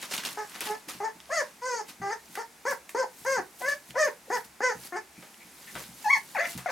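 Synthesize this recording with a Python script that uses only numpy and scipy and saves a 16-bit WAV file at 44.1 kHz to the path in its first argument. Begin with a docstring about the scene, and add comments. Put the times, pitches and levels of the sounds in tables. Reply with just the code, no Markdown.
"""Newborn puppy on newspaper

A newborn puppy crawls over newspaper and towel, whimpering in short arched cries, and a littermate
further left answers. The voices are stacks of overtones shaped by chest, mouth and upper throat.
Paper rustles as shaped noise and snaps as ticks with short rings; claws tick as noise bursts.
Bodies thud as decaying floor modes, and a small room rings briefly over steady hiss and a faint hum."""
import sys
import numpy as np
from scipy import signal
from scipy.io import wavfile
from scipy.ndimage import uniform_filter1d

SR = 44100
rng = np.random.default_rng(int(sys.argv[2]) if len(sys.argv) > 2 else 0)


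def output_pcm(signal):
    """Save a mono or channel-first signal as 16-bit PCM at the path in sys.argv[1].

    Samples are clipped to [-1, 1] before scaling.
    """
    pcm = np.clip(np.atleast_2d(signal).T, -1, 1) * 32767
    wavfile.write(sys.argv[1], SR, np.round(pcm).astype(np.int16))


def convert_level_to_amplitude(level_db):
    """Map a level in decibels to its linear amplitude factor."""
    exponent = np.asarray(level_db, float) / 20
    return 10 ** exponent


N = 295911  # length in samples

# Background hiss spectrum: frequency_hz, relative density_db (per Hz)
HISS_SPECTRUM = [(18, -42), (30, -12), (107, -10), (197, 0), (567, -5), (800, 0), (1220, -5), (2130, -3),
                 (3090, -10), (6650, -9), (11600, -12), (16800, -22)]
# Likeness of left and right in the noises: frequency_hz, correlation (0-1)
STEREO_LIKENESS = [(30, 0.28), (200, 0.95), (700, 0.46), (2000, 0.57), (10000, 0.65)]
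# Decay of the small room: frequency_hz, t60_s
ROOM_DECAY = [(200, 0.21), (600, 0.18), (2000, 0.17), (5000, 0.17), (12000, 0.085)]
# Floor modes: frequency_hz, level_db (relative), t60_s
FLOOR_MODES = [(66, -20, 0.26), (129.6, -3.5, 0.25), (184.7, 2, 0.16), (212.4, 8.5, 0.077),
               (301, 1.5, 0.099)]
# Paws and bellies landing: start_s, level_db (relative), depth_db (gain per octave below 200 Hz)
THUDS = [(0.64, -54, -5), (0.875, -54, -24), (0.95, -48.5, 0), (1.155, -53, -8), (2.001, -42, 6),
         (2.292, -53, -5), (3.208, -57, 8), (3.373, -46.5, 1), (3.892, -49.5, 7.5), (4.45, -57, 5),
         (4.753, -46, 4), (5.179, -46.5, -4), (5.45, -55, -7), (5.745, -47, 10), (5.887, -50, 6),
         (6.553, -37, 6.5)]
# Paper dragged under paws and belly: peak_s, level_db (relative), swell_s, fade_s (each over 20 dB)
PAPER_DRAGS = [(.03, -46.5, 0.066, 0.085), (.14, -41.5, 0.068, 0.14), (0.256, -42.5, 0.032, 0.16),
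               (.56, -51.5, 0.3, 0.12), (0.611, -45, 0.0076, 0.062), (0.664, -43.5, 0.086, 0.15),
               (0.886, -46, 0.0075, 0.16), (1.4, -53.5, 0.18, 0.21), (1.895, -48, 0.037, 0.064),
               (2.36, -51, 0.2, 0.12), (2.71, -46, 0.079, 0.091), (2.893, -53, 0.0067, 0.066),
               (3.19, -53, 0.084, 0.63), (3.33, -52, 0.43, 0.096), (3.62, -46.5, 0.087, 0.18),
               (3.69, -47, 0.02, 0.14), (3.906, -53, 0.13, 0.038), (4.05, -48.5, 0.071, 0.15),
               (4.375, -46.5, 0.13, 0.076), (4.447, -50.5, .012, 0.05), (4.868, -46.5, 0.2, 0.065),
               (5.21, -60, 0.2, 1), (5.82, -48, 0.51, 0.2), (6.02, -50.5, 0.19, 1),
               (6.18, -46, 0.036, 0.028), (6.31, -53.5, 0.055, 0.39), (6.501, -43, 0.12, 0.12),
               (6.705, -52, 0.026, 0.13)]
# Load on the paper: time_s, weight (0 brushed, 1 creased)
PAPER_WEIGHT = [(0, 0.71), (.9, 0.7), (1.3, 0.74), (2.7, 0.12), (4.8, 0.37), (5.2, 0.42), (5.8, 0.44),
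                (6.5, 0.35), (6.7, 1)]
# Colour of light brushing: frequency_hz, relative density_db (per Hz)
BRUSHING = [(88, -32), (150, 0), (669, -19.5), (798, -25.5), (1900, -22), (12300, -12), (16500, -19)]
# Colour of creasing under weight: frequency_hz, relative density_db (per Hz)
CREASING = [(88, -50), (150, 4), (371, -6), (669, -6), (847, 7), (3040, -1.5), (12500, -11.5), (16500, -26)]
# Paper snaps: start_s, level_db (relative), ring_hz, ring_db (against the level),
# wake_db (scratchy wake against the ring)
PAPER_SNAPS = [(0.026, -24.5, 3400, -11.5, -2.5), (0.111, -30, 4840, -2.5, 1.5),
               (0.1379, -22.5, 2190, -10, -8.5), (0.179, -23, 3420, -2, -9.5),
               (0.2359, -33, 2070, 4.5, -19), (0.2507, -23.5, 3160, -0.5, -15),
               (0.548, -40.5, 1830, -1.5, 0.5), (0.607, -16.5, 2050, -14, -4), (0.8855, -33, 2560, -9, 1),
               (1.8832, -37, 4140, -13, 3.5), (2.354, -25.5, 1690, -4, -13), (2.709, -21, 1580, -39, -13),
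               (2.8926, -25.5, 1640, -8, -24), (3.685, -26.5, 4000, -17, 1.5),
               (5.224, -39.5, 1570, -11, 4.5), (5.7529, -34, 1450, 5, -5.5), (6.577, -20.5, 1900, -19, -1)]
# Claws ticking on the sheet: start_s, level_db (relative)
CLAW_TICKS = [(1.2028, -36), (1.2563, -42.5), (3.907, -34), (5.3434, -42), (5.3712, -54), (5.3966, -53),
              (5.8396, -37)]
# Edges of the claw noise band: low_hz, high_hz
CLAW_BAND = (1600, 4900)
# Faint nose whistles, the low ones just before a cry: start_s, length_s, pitch_hz, level_db (relative)
NOSE_WHISTLES = [(1.29, 0.021, 665, -45), (3.603, 0.024, 660, -37.5), (3.94, 0.039, 660, -39.5),
                 (4.268, 0.03, 504, -51), (5.147, 0.06, 2300, -58.5), (5.394, 0.053, 2250, -55),
                 (5.665, 0.043, 1870, -49.5)]
# Chest resonance of both animals: frequency_hz, gain_db
CHEST = [(200, -22), (350, -1), (600, 2.5), (900, 5), (1250, -9), (1500, -10.5), (2200, -108)]
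# The puppy's mouth resonance: frequency_hz, gain_db
PUPPY_MOUTH = [(1100, -13.5), (1400, -3.5), (1700, 7), (2080, -2), (2550, -18.5), (3500, -33.5),
               (5000, -60)]
# The puppy's upper throat bands: frequency_hz, gain_db
PUPPY_THROAT = [(3000, -19), (3900, -22), (4700, -1.5), (5200, -3), (5600, -1.5), (6000, -5), (6500, 2),
                (7100, -8), (7500, -11.5), (8300, -10.5), (9300, -18), (10300, -30), (11200, -21),
                (12100, -26), (15000, -64)]
# The littermate's shorter mouth: frequency_hz, gain_db
MATE_MOUTH = [(1100, -16.5), (1500, -6.5), (1900, 3), (2150, -2.5), (2600, -14), (2900, -40), (3400, -29),
              (5000, -54)]
# The littermate's upper throat bands: frequency_hz, gain_db
MATE_THROAT = [(3000, -30), (4500, 2), (5200, -5), (6400, 4.5), (7000, -10), (7500, -18), (12000, -45)]
# The puppy's cries, one table each: time_s, effort_db (relative), pitch_hz
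PUPPY_CRIES = [
    [(.372, -32, 408), (.378, -34.5, 410), (.398, -32.5, 436.5), (.43, -38, 412.4), (.454, -48, 428)],
    [(.665, -35, 420), (.68, -39.5, 431), (.701, -34, 416), (.717, -31.5, 423), (.761, -42.5, 441.2),
     (.773, -52, 413)],
    [(1.0, -33.5, 411), (1.028, -34, 402.6), (1.048, -29.5, 453.3), (1.1, -44, 430.6), (1.11, -52, 470)],
    [(1.298, -41, 521), (1.306, -37.5, 530), (1.326, -31, 638), (1.346, -30.5, 696.5),
     (1.404, -27.5, 576.6), (1.43, -37.5, 436)],
    [(1.614, -40.5, 479), (1.648, -35.5, 504), (1.672, -34, 517.6), (1.764, -34, 463), (1.802, -37, 431),
     (1.82, -33.5, 402)],
    [(2.014, -34.5, 392.6), (2.1, -32.5, 402.7), (2.118, -34, 450), (2.132, -30.5, 461.4),
     (2.144, -40, 430), (2.16, -52, 402)],
    [(2.373, -30, 422), (2.38, -32.5, 387), (2.392, -34.5, 460), (2.414, -37.5, 462), (2.426, -42, 433)],
    [(2.651, -25, 427), (2.659, -31, 467), (2.685, -30, 578.4), (2.715, -31.5, 553.7), (2.738, -34, 416)],
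    [(2.946, -21.5, 423), (2.954, -30.5, 449), (2.984, -31, 524), (3.0, -26.5, 523), (3.022, -34, 508),
     (3.048, -35, 378)],
    [(3.247, -33.5, 406), (3.267, -31.5, 527), (3.313, -29, 544.2), (3.359, -30.5, 509), (3.399, -31, 363),
     (3.405, -23, 348)],
    [(3.616, -42.5, 500), (3.642, -34.5, 503), (3.688, -27.5, 583.4), (3.704, -32, 562),
     (3.722, -27.5, 586.3), (3.745, -44, 540)],
    [(3.952, -33, 480), (3.966, -31, 495), (3.992, -24.5, 639), (4.038, -21.5, 595.6), (4.07, -33.5, 539.6),
     (4.092, -29, 414)],
    [(4.3, -27, 345), (4.31, -33, 400), (4.326, -29.5, 494), (4.352, -29.5, 497.4), (4.378, -34, 417),
     (4.392, -53, 368)],
    [(4.604, -16.5, 389), (4.61, -37.5, 395), (4.636, -27, 513.7), (4.682, -29, 502.6), (4.724, -33.5, 416),
     (4.734, -48, 393)],
    [(4.922, -31.5, 357), (4.928, -37.5, 356), (4.956, -33, 355), (4.97, -32, 447.7), (4.994, -43, 417)],
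]
# The littermate's cries, one table each: time_s, effort_db (relative), pitch_hz
MATE_CRIES = [
    [(6.042, -34, 893), (6.078, -25.5, 822), (6.095, -29.5, 975), (6.11, -19, 1121), (6.123, -28, 1125),
     (6.137, -18.5, 1103), (6.156, -28, 911), (6.178, -32, 818)],
    [(6.347, -34, 962), (6.377, -28.5, 620), (6.389, -30, 521), (6.408, -24.5, 676.6), (6.43, -31.5, 683.7),
     (6.457, -27, 682), (6.467, -60, 646)],
    [(6.659, -28, 736), (6.671, -33.5, 702), (6.699, -33.5, 497.5), (6.707, -32, 495)],
]
# Opening of each puppy cry at its highest pitch: mouth_db, throat_db (against the effort)
PUPPY_OPENING = [(-10, -16.5), (-11.5, -23), (-8.5, -16), (1, -5), (-7.5, -6.5), (-4, -13), (-8, -14),
                 (-1, -10.5), (-7.5, -12.5), (0, -9), (5.5, -14), (2.5, -10.5), (-3.5, -11), (1.5, -10.5),
                 (-1, -15)]
# Opening of each littermate cry at its highest pitch: mouth_db, throat_db (against the effort)
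MATE_OPENING = [(33.4, -19.5), (5.2, -23.5), (0.82, -21.5)]
# Breathiness of each puppy cry: hoarseness (0-1)
PUPPY_HOARSENESS = [.24, .22, .22, .12, .08, .14, .2, .22, .21, .08, .07, .1, .13, .08, .13]
# Breathiness of each littermate cry: hoarseness (0-1)
MATE_HOARSENESS = [.1, .45, .45]
# How far the littermate's mouth follows pitch in each cry: jaw (ratio).
# A yelp opens with the pitch, a falling whine opens against it.
MATE_JAW = [4.2, -0.21, -0.16]


def evened(x):
    """Scales a sound to rms 1."""
    return x / np.sqrt(np.mean(x ** 2) + 1e-20)


def read(points, hz):
    """Reads a spectrum on a log-frequency axis."""
    f, value = np.transpose(points)
    return np.interp(np.log(hz + 1), np.log(f + 1), value)


def add(mix, start_s, sound, pan_db):
    """Mixes a sound in at its start, louder on the left than on the right by pan_db."""
    part = mix[:, round(start_s * SR):][:, :len(sound)]
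    part += convert_level_to_amplitude([[pan_db / 2], [-pan_db / 2]]) * sound[:part.shape[1]]


def drift(length, size):
    """Smooth random motion of rms 1 that changes over about size samples."""
    smooth = uniform_filter1d(rng.standard_normal(length), size)
    return evened(uniform_filter1d(smooth, size))


def band_noise(q, centre_hz, x):
    """Passes a sound through one resonance of sharpness q."""
    return signal.lfilter(*signal.iirpeak(centre_hz, q, SR), x)


def noise(field_db, size):
    """Stereo noise from levels over (bins, frames), with frames a quarter of size apart."""
    a, b, c, d = rng.standard_normal((*field_db.shape[::-1], 4)).T
    same = np.clip(read(STEREO_LIKENESS, np.fft.rfftfreq(size, 1 / SR)), 0, 1)[:, None]
    mid = np.sqrt((1 + same) / 2) * (a + 1j * b)
    side = np.sqrt((1 - same) / 2) * (c + 1j * d)
    spectrum = np.array([mid + side, mid - side]) * convert_level_to_amplitude(field_db)
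    return signal.istft(spectrum, nperseg=size, noverlap=3 * size // 4)[1][:, :N]


def hiss():
    """Room air and microphone noise are steady coloured noise, with a faint wavering hum as a sine."""
    hiss_db, hum_db, hum_hz = -54.5, -80, 69.6
    hz = np.fft.rfftfreq(2048, 1 / SR)
    steady = read(HISS_SPECTRUM, hz)[:, None] + np.zeros(N // 512 + 5)
    air = convert_level_to_amplitude(hiss_db) * evened(noise(steady, size=2048))
    hum = np.sin(2 * np.pi * hum_hz * np.arange(N) / SR)
    return air + convert_level_to_amplitude(hum_db + 5.6 * drift(N, size=4000)) * hum


def room(x):
    """Echoes are sparse taps of random sign, one in every 20 samples; each band dies at its own speed."""
    taps = np.zeros((2, SR // 2))
    at = np.arange(160, SR // 2 - 20, 20)
    at = at + rng.integers(0, 20, (2, len(at)))
    np.put_along_axis(taps, at, rng.choice([-1., 1.], at.shape), 1)
    taps[1] = 0.61 * taps[0] + 0.97 * taps[1]  # close microphone ports share part of each echo
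    hz, t, z = signal.stft(taps, SR, nperseg=256)
    decay = convert_level_to_amplitude(-60 * t / read(ROOM_DECAY, hz)[:, None])
    tail = signal.istft(z * decay, SR, nperseg=256)[1]
    return signal.fftconvolve(x.mean(0)[None], tail / np.linalg.norm(tail[0]), axes=1)[:, :N]


def thuds():
    """A soft weight sets the floor's low modes going; heavy landings reach the deeper ones."""
    out, t = np.zeros((2, N)), np.arange(9000) / SR
    soft_onset = 1 - np.exp(-t / 0.0048)
    for start_s, level_db, depth_db in THUDS:
        modes = np.zeros(len(t))
        for hz, mode_db, t60_s in FLOOR_MODES:
            fall_db = mode_db + depth_db * np.log2(200 / hz) - 60 * t / t60_s
            modes += convert_level_to_amplitude(fall_db) * np.sin(2 * np.pi * hz * t)
        add(out, start_s, convert_level_to_amplitude(level_db) * modes * soft_onset, pan_db=0)
    return out


def drag_level(t):
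    """Paper motion swells and fades in straight dB slopes, over a floor that is never quite silent."""
    span_db, still_db = 20, -74.5
    peak_s, peak_db, swell_s, fade_s = np.transpose(PAPER_DRAGS)[:, :, None]
    away = np.maximum((peak_s - t) / swell_s, (t - peak_s) / fade_s)
    power = convert_level_to_amplitude(2 * still_db) + convert_level_to_amplitude(2 * (peak_db - span_db * away)).sum(0)
    return 10 * np.log10(power)


def rustle():
    """Patchy noise between two colours, with fine crackles of the fibres in narrow stretches of treble."""
    hz = np.fft.rfftfreq(512, 1 / SR)
    t = (np.arange(N // 128 + 5) * 128) / SR
    level_db = drag_level(t)
    # weight turns brushing into creasing
    weight = np.clip(np.interp(t, *np.transpose(PAPER_WEIGHT)), 0, 1.5)
    crisp, heavy = (read(c, hz)[:, None] - read(c, 13500.0) for c in (BRUSHING, CREASING))
    colour_db = (1 - weight) * crisp + weight * heavy
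    patches = uniform_filter1d(rng.standard_normal((len(t), 257)), size=3, axis=0)
    patches = evened(uniform_filter1d(patches, size=7, axis=1)).T
    body = 0.55 * noise(colour_db + level_db + 2.1 * patches - 16.0, size=512)
    # crackles crowd where the paper moves most, up to 200 a second in each stretch
    busy = np.interp(np.arange(N) / SR, t, convert_level_to_amplitude(level_db - level_db.max()))
    for centre_hz in np.geomspace(2000, 12000, 6):
        strength = convert_level_to_amplitude(3.12 * np.minimum(rng.exponential(1, N), 4))
        struck = rng.random(N) < 200 * busy / SR
        flick = signal.lfilter([1], [1, -np.exp(-1 / (0.00094 * SR))], strength * struck)
        body = body + 0.92 * flick * band_noise(2, centre_hz, body)
    return body


def snaps():
    """A crease gives way: a bright tick, a short ring of the sheet and a lumpy, scratchy wake."""
    out, t = np.zeros((2, N)), np.arange(5000) / SR
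    treble = signal.butter(1, [5000, 13000], "band", fs=SR)
    for start_s, level_db, ring_hz, ring_db, wake_db in PAPER_SNAPS:
        grit = rng.standard_normal((3, len(t)))
        tick_fall = convert_level_to_amplitude(-60 * t / 0.008) + convert_level_to_amplitude(-9.5 - 60 * t / 0.19)  # a sharp drop and a longer tail
        tick = 0.35 * signal.lfilter(*treble, grit[0]) * tick_fall
        ring = evened(band_noise(2.5, ring_hz, grit[1])) * convert_level_to_amplitude(-60 * t / 0.021)
        scratch_band = signal.butter(2, [280, 1.5 * ring_hz], "band", fs=SR)
        scratch = evened(signal.lfilter(*scratch_band, grit[2]))
        lumps = convert_level_to_amplitude(wake_db - 60 * t / 0.19 + 2.13 * drift(len(t), size=60))
        wake = lumps * scratch * (1 - np.exp(-t / 0.0032))
        snap = convert_level_to_amplitude(level_db) * (tick + convert_level_to_amplitude(ring_db) * (ring + wake))
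        add(out, start_s, snap, pan_db=rng.normal(0, 2.2))
    return out


def claws():
    """Claws on the sheet give tiny dry ticks: band-limited noise that dies in a few milliseconds."""
    t60_s = 0.006
    out, t = np.zeros((2, N)), np.arange(600) / SR
    band = signal.butter(2, CLAW_BAND, "band", fs=SR)
    for start_s, level_db in CLAW_TICKS:
        grit = evened(signal.lfilter(*band, rng.standard_normal(len(t))))
        add(out, start_s, convert_level_to_amplitude(level_db - 60 * t / t60_s) * grit, pan_db=0)
    return out


def whistles(out):
    """Breath through the nose adds faint whistles: noise through one sharp resonance."""
    for start_s, length_s, hz, level_db in NOSE_WHISTLES:
        air = band_noise(12.0, hz, rng.standard_normal(4000))
        air = evened(air[:round(length_s * SR)])
        add(out, start_s, convert_level_to_amplitude(level_db) * air * signal.windows.tukey(len(air), .6), pan_db=3)


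def cry(rows, opening, hoarse, jaw, mouth, throat, throat_db_per_octave, flutter_db):
    """Overtones of the vocal folds take their strength from chest, mouth and upper throat."""
    time_s, *columns = np.transpose(rows)
    t = np.arange(time_s[0], time_s[-1], 1 / SR)
    effort_db, hz = (np.interp(t, time_s, c) for c in columns)
    # the jaw moves with the pitch and closes late, so the voice is darker early in the cry
    below = np.log2(hz / hz.max())  # octaves from the highest pitch
    late = np.linspace(-1, 1, len(t))
    mouth_db = opening[0] + jaw * 20.5 * below + 1 * late  # 20.5 dB per octave at jaw 1
    throat_db = opening[1] + throat_db_per_octave * below + 3.5 * late
    # slack folds leak air at the start and more at the end
    leak = hoarse * (1 + 4 * np.linspace(-.8, 1, len(t)) ** 4)
    hz = uniform_filter1d(hz, size=500) * (1 + .03 * leak * drift(len(t), size=90))
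    turns = 2 * np.pi * np.cumsum(hz) / SR
    parts, powers = np.zeros((2, 3, len(t)))  # rows: chest, mouth, throat
    for k in range(1, 29):
        wobble = convert_level_to_amplitude(flutter_db * (1.5 + k / 9) * drift(len(t), size=400))  # high overtones vary most
        # air leaking past the folds blurs each overtone, the high ones most
        blur = leak * (min(k, 11) - .5) / 2.6
        angle = k * turns + 2 * np.pi * rng.random()
        fuzz = drift(len(t), size=70) * np.cos(angle) + drift(len(t), size=70) * np.sin(angle)
        tone = wobble * (np.cos(angle) + blur * fuzz) / np.sqrt(1 + 2 * blur ** 2)
        gains = convert_level_to_amplitude([read(CHEST, k * hz), read(mouth, k * hz) + mouth_db, read(throat, k * hz)])
        gains = gains * (k * hz < 16000)
        gains[0] *= convert_level_to_amplitude(0.5 * (effort_db + 32.5) * (k == 1))  # hard pushes favour the fundamental
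        parts = parts + gains * tone
        powers = powers + gains ** 2 / 2
    low_voice = (parts[0] + parts[1]) / np.sqrt(powers[0] + powers[1])
    voice = low_voice + convert_level_to_amplitude(throat_db) * parts[2] / np.sqrt(powers[2])
    return time_s[0], convert_level_to_amplitude(effort_db) * voice * signal.windows.tukey(len(t), .08)


def puppies():
    """The crawling puppy sits near the middle, its littermate further left with a shorter mouth."""
    out = np.zeros((2, N))
    for call in zip(PUPPY_CRIES, PUPPY_OPENING, PUPPY_HOARSENESS):
        sound = cry(*call, jaw=0.91, mouth=PUPPY_MOUTH, throat=PUPPY_THROAT,
                    throat_db_per_octave=23.5, flutter_db=1.28)
        add(out, *sound, pan_db=2.5)
    for call in zip(MATE_CRIES, MATE_OPENING, MATE_HOARSENESS, MATE_JAW):
        sound = cry(*call, mouth=MATE_MOUTH, throat=MATE_THROAT,
                    throat_db_per_octave=-3, flutter_db=2.0)
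        add(out, *sound, pan_db=4.5)
    whistles(out)
    return out


def scene():
    """Voices and snaps ring in the room over rustle and hiss; small sources radiate no deep bass."""
    low, clicks, voices = thuds(), snaps() + claws(), puppies()
    echoes = room(convert_level_to_amplitude(-6.5) * voices + convert_level_to_amplitude(-8.5) * (clicks + low))
    small = convert_level_to_amplitude(-0.56) * voices + clicks + echoes + rustle()
    return signal.lfilter(*signal.butter(2, 200, "high", fs=SR), small) + low + hiss()


def roll_off(x):
    """The treble ends steeply here."""
    return signal.sosfilt(signal.butter(12, 17380, fs=SR, output="sos"), x)


def record(dry):
    """Narrows the stereo picture, most of all above 11.3 kHz, and cuts the treble at 16.6 kHz."""
    mid, side = dry.mean(0), (dry[0] - dry[1]) / 2
    low_side = signal.oaconvolve(side, signal.firwin(255, 11300, fs=SR), "same")
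    side = 0.19 * side + 0.63 * low_side
    pair = np.array([mid + side, mid - side])
    edge = signal.firwin(511, 16600, window=("kaiser", 9), fs=SR)
    mix = signal.oaconvolve(pair, edge[None], "same")
    return roll_off(mix)


dry = scene()
out = record(dry)
output_pcm(out)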